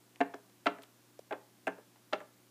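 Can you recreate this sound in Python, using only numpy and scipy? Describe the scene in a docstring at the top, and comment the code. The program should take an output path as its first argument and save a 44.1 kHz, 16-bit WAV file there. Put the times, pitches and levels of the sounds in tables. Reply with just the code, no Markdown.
"""Faint mains hum and hiss in a quiet room, a light tick, then a small plastic toy figure hops along
a hard tabletop, close to the microphone. At each hop its feet clack down a few milliseconds apart:
the hollow toy knocks, the table rings and the room answers. Between the hops the plastic ticks
in the fingers, and there is one soft, dry pop."""
import sys
import numpy as np
from scipy import signal
from scipy.fft import rfft, irfft
from scipy.io import wavfile

SR = 44100
rng = np.random.default_rng(int(sys.argv[2]) if len(sys.argv) > 2 else 0)


def put_to_file(sound):
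    """Save the sound as 16-bit audio at rate SR, in the file named by the first command-line argument."""
    columns = np.atleast_2d(sound).T  # one column per channel
    safe = np.clip(columns, -1, 1)
    whole_steps = np.round(safe * 32767)
    wavfile.write(sys.argv[1], SR, whole_steps.astype(np.int16))


N = 110250
RING_N = SR // 2
AGE_S = np.arange(RING_N) / SR   # time since a strike
LOW_CUT_HZ = 223   # thins the knocks and clacks


def from_db(db):
    """Decibels to gain."""
    return 10 ** (np.asarray(db) / 20)


def at_hz(table, hz, column=1):
    """Reads one column of a table along log frequency."""
    rows = np.array(table)
    return np.interp(np.log(hz + 1), np.log(rows[:, 0]), rows[:, column])


def butter(x, hz, kind, order=2):
    """Butterworth filter."""
    sos = signal.butter(order, np.clip(hz, 10, SR / 2 - 500), kind, fs=SR, output="sos")
    return signal.sosfilt(sos, x)


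def add(track, start_s, sound):
    """Mixes a sound into a track at a time."""
    start = int(start_s * SR)
    track[start:start + len(sound)] += sound[:N - start]


def ring(hz, t60_s):
    """One struck mode: a sine dying away from full height."""
    return np.sin(2 * np.pi * hz * AGE_S) * from_db(-60 * AGE_S / t60_s)


def burst(t60_s):
    """Dying noise of unit energy."""
    noise = rng.standard_normal(RING_N) * from_db(-60 * AGE_S / t60_s) + 1e-18
    return noise / np.linalg.norm(noise)


def dense_ring(table):
    """Countless overlapping resonances: each third octave has its own level and decay."""
    out, edges_hz = 0, 125 * 2 ** (np.arange(22) / 3)
    for low, high in zip(edges_hz, edges_hz[1:]):
        centre_hz = np.sqrt(low * high)
        band = butter(burst(t60_s=at_hz(table, centre_hz, column=2)), [low, high], "band")
        gain = np.sqrt(2 * (high - low) / SR) * from_db(at_hz(table, centre_hz))
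        out = out + gain * band / np.linalg.norm(band)
    return out


def snap(hz, t60_s, width):
    """A short click of noise around one pitch; width is a share of that pitch."""
    return butter(burst(t60_s), [hz / (1 + width), hz * (1 + width)], "band", order=1)


# The tones of the hum: pitch_hz, rms_db
HUM_TONES = [(120, -73.5), (180, -83), (241, -81), (296, -76.5), (360, -77.5)]
# EQ curve that turns white noise into hiss: frequency_hz, gain_db
HISS_EQ = [(40, -91), (80, -66), (125, -64), (200, -51.5), (330, -55), (550, -58.5), (1000, -61),
           (2500, -65.5), (7000, -67), (15000, -69.5)]

def background():
    """The bed: steady mains hum over an even hiss."""
    time_s = np.arange(N) / SR
    bins_hz = np.arange(N // 2 + 1) * SR / N
    hiss = irfft(rfft(rng.standard_normal(N)) * from_db(at_hz(HISS_EQ, bins_hz)), N)
    hum = sum(np.sqrt(2) * from_db(rms_db) * np.sin(2 * np.pi * (hz * time_s + rng.random()))
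              for hz, rms_db in HUM_TONES)
    return hiss + hum


# Dense, short resonances of toy and table, in ticks and clacks alike: frequency_hz, gain_db, t60_s
BODY_RESONANCES = [(157, -19, .06), (298, 9.5, 0.02), (480, 9, 0.038), (830, 5, 0.09), (1570, 1.5, .05),
                   (2780, -0.5, 0.047), (3900, -6.5, 0.011), (5970, -12.5, 0.059), (14300, -39, 0.036)]
# The toy ticking in the fingers: start_s, level_db, pitch_hz
FINGER_TICKS = [(0.159, -24, 2550), (0.343, -28, 5140), (.497, -29.5, 800), (0.821, -24, 3100),
                (.8262, -37, 9000), (.831, -33.5, 10900), (0.8346, -20, 2960), (0.8378, -30.5, 5000),
                (1.959, -26, 830)]

def ticks():
    """Handled plastic gives tiny clicks, each ringing the toy a little."""
    out = np.zeros(N)
    for start_s, level_db, pitch_hz in FINGER_TICKS:
        click = snap(pitch_hz, t60_s=0.0093, width=0.26)
        body = from_db(-9.5) * dense_ring(BODY_RESONANCES)
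        add(out, start_s, from_db(level_db) * (click + body))
    return out


# Colour and decay of the room's tail: frequency_hz, gain_db, t60_s
ROOM_TAIL = [(147, -6, 0.19), (295, -7.5, 0.18), (680, -9.5, 0.36), (1570, -12, 0.33), (2850, -11.5, 0.24),
             (5060, -14, 0.18), (14100, -9, 0.36)]

def room(send, predelay_s=0.0079, build_s=0.0014):
    """The room answers with a diffuse tail that builds just after the direct sound."""
    build = 1 - np.exp(-np.maximum(AGE_S - predelay_s, 0) / build_s)
    return signal.fftconvolve(send, dense_ring(ROOM_TAIL) * build)[:N]


# The tabletop's three low bending modes: pitch_hz, t60_s
TABLE_BENDS = [(186, 0.34), (277, 0.14), (412, 0.23)]
# Each landing's two toy notes and three table bends; grip and spot set the mix:
# start_s, lower_hz, lower_db, upper_hz, upper_db, bend1_db, bend2_db, bend3_db
LANDING_KNOCKS = [ (0.205, 704, -16, 868, -28.5, -45.5, -22.5, -32),
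                  (.3392, 694, -37.5, 800, -49, -84, -44, -45.5),
                  (.6610, 695, -17.5, 895, -27.5, -45, -31.5, -32.5),
                  (.7850, 667, -43, 850, -55.5, -67, -47, -54), (1.31, 643, -30, 825, -31, -55, -43, -40),
                  (1.6710, 650, -24, 775, -25.5, -44.5, -34, -42),
                  (2.1290, 623, -24.5, 797, -29, -48, -49, -39.5),
                  (2.2085, 595, -43.5, 770, -55, -69, -68, -66.5)]

def knocks(attack_s=0.0037, toy_t60_s=0.08):
    """As the weight comes down, the toy's two hollow notes and the table's bends swell and die."""
    out = np.zeros(N)
    swell = 1 - np.exp(-AGE_S / attack_s)
    for start_s, lower_hz, lower_db, upper_hz, upper_db, *bends_db in LANDING_KNOCKS:
        lower = from_db(lower_db) * ring(lower_hz, toy_t60_s)
        upper = from_db(upper_db) * ring(upper_hz, toy_t60_s)
        table = sum(from_db(db) * ring(hz, t60_s) for db, (hz, t60_s) in zip(bends_db, TABLE_BENDS))
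        add(out, start_s, swell * (lower - upper + table))
    return butter(out, LOW_CUT_HZ, "high", order=3)


# The tabletop's higher modes: pitch_hz, gain_db, t60_s
TABLE_OVERTONES = [(360, -46, 0.048), (471.6, -44.5, 0.061), (567, -47, 0.059), (735, -51, 0.082),
                   (1199, -44, 0.068), (1343, -29, 0.032), (1590, -36.5, 0.037), (1732, -29, 0.043),
                   (2115, -41.5, 0.04), (2726, -29.5, 0.019), (2920, -43, 0.038), (3393, -32, 0.013),
                   (3937, -40.5, 0.019)]
# A foot meets the table: start_s, level_db, brightness_hz, crack_db
FOOT_CONTACTS = [ (0.2051, -0.5, 1550, -23.5), (0.2114, -0.5, 2600, -24), (0.3387, -12.5, 1850, -34),
                 (.6590, -5, 2560, -18), (.6667, -4.5, 4580, -25), (.6682, 3, 3730, -24),
                 (.7845, -24.5, 2530, -22), (1.3094, -9.5, 1630, -31), (1.3241, -5.5, 1850, -34),
                 (1.3261, -8, 1630, -26), (1.6696, -5, 2270, -14.5), (1.6771, -3.5, 2160, -18.5),
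                 (1.782, -19, 800, -30), (2.1264, -6, 1600, -23.5), (2.1324, -1.5, 4480, -25.5),
                 (2.2033, -20, 2350, -16), (2.2115, -21, 1190, -30)]

def clacks(mode_spread_db=3):
    """Each foot strike rings toy and table, with a bright crack on top and a faint thud below."""
    out = np.zeros(N)
    for start_s, level_db, brightness_hz, crack_db in FOOT_CONTACTS:
        impact = from_db(-13.5) * ring(0.79 * brightness_hz, t60_s=0.0018)   # the foot's first stiff swing
        body = dense_ring(BODY_RESONANCES) + impact
        for k, (hz, gain_db, t60_s) in enumerate(TABLE_OVERTONES):
            gain = from_db(gain_db + mode_spread_db * rng.standard_normal())
            body += (-1) ** k * gain * ring(hz, t60_s)
        body = butter(body, brightness_hz, "low")
        body = butter(body, LOW_CUT_HZ, "high", order=3)
        crack = from_db(crack_db) * snap(hz=7040, t60_s=0.017, width=0.13)
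        # The hand pushes through the table; level_db counts twice, so this grows as strength squared.
        thud = from_db(-60.5 + level_db) * ring(hz=44.3, t60_s=0.038)
        add(out, start_s, from_db(level_db) * (body + crack + thud))
    return out


def pop(start_s=1.1918, pitch_hz=528, length_s=0.004):
    """One soft, dry pop of a few cycles with a sharp edge, right at the microphone."""
    out = np.zeros(N)
    arch = np.sqrt(np.maximum(1 - (2 * AGE_S / length_s - 1) ** 2, 0))
    tone = from_db(-37) * arch * np.sin(2 * np.pi * pitch_hz * AGE_S)
    edge = from_db(-27) * snap(hz=4200, t60_s=0.018, width=0.42)
    add(out, start_s, tone + edge)
    return butter(out, 370, "high")


def scene():
    """The mono mix: the toy in its room and the dry pop, over the bed."""
    bright = clacks() + ticks()
    low = knocks()
    tail = room(bright + from_db(-7.5) * low)   # the low notes reach the room more weakly
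    return (bright + low + tail + pop() + background())[None]


def record(dry, cutoff_hz=15250):
    """A steep low-pass takes off the very top."""
    return signal.sosfilt(signal.ellip(10, .1, 70, cutoff_hz, fs=SR, output="sos"), dry)


dry = scene()
out = record(dry)
put_to_file(out)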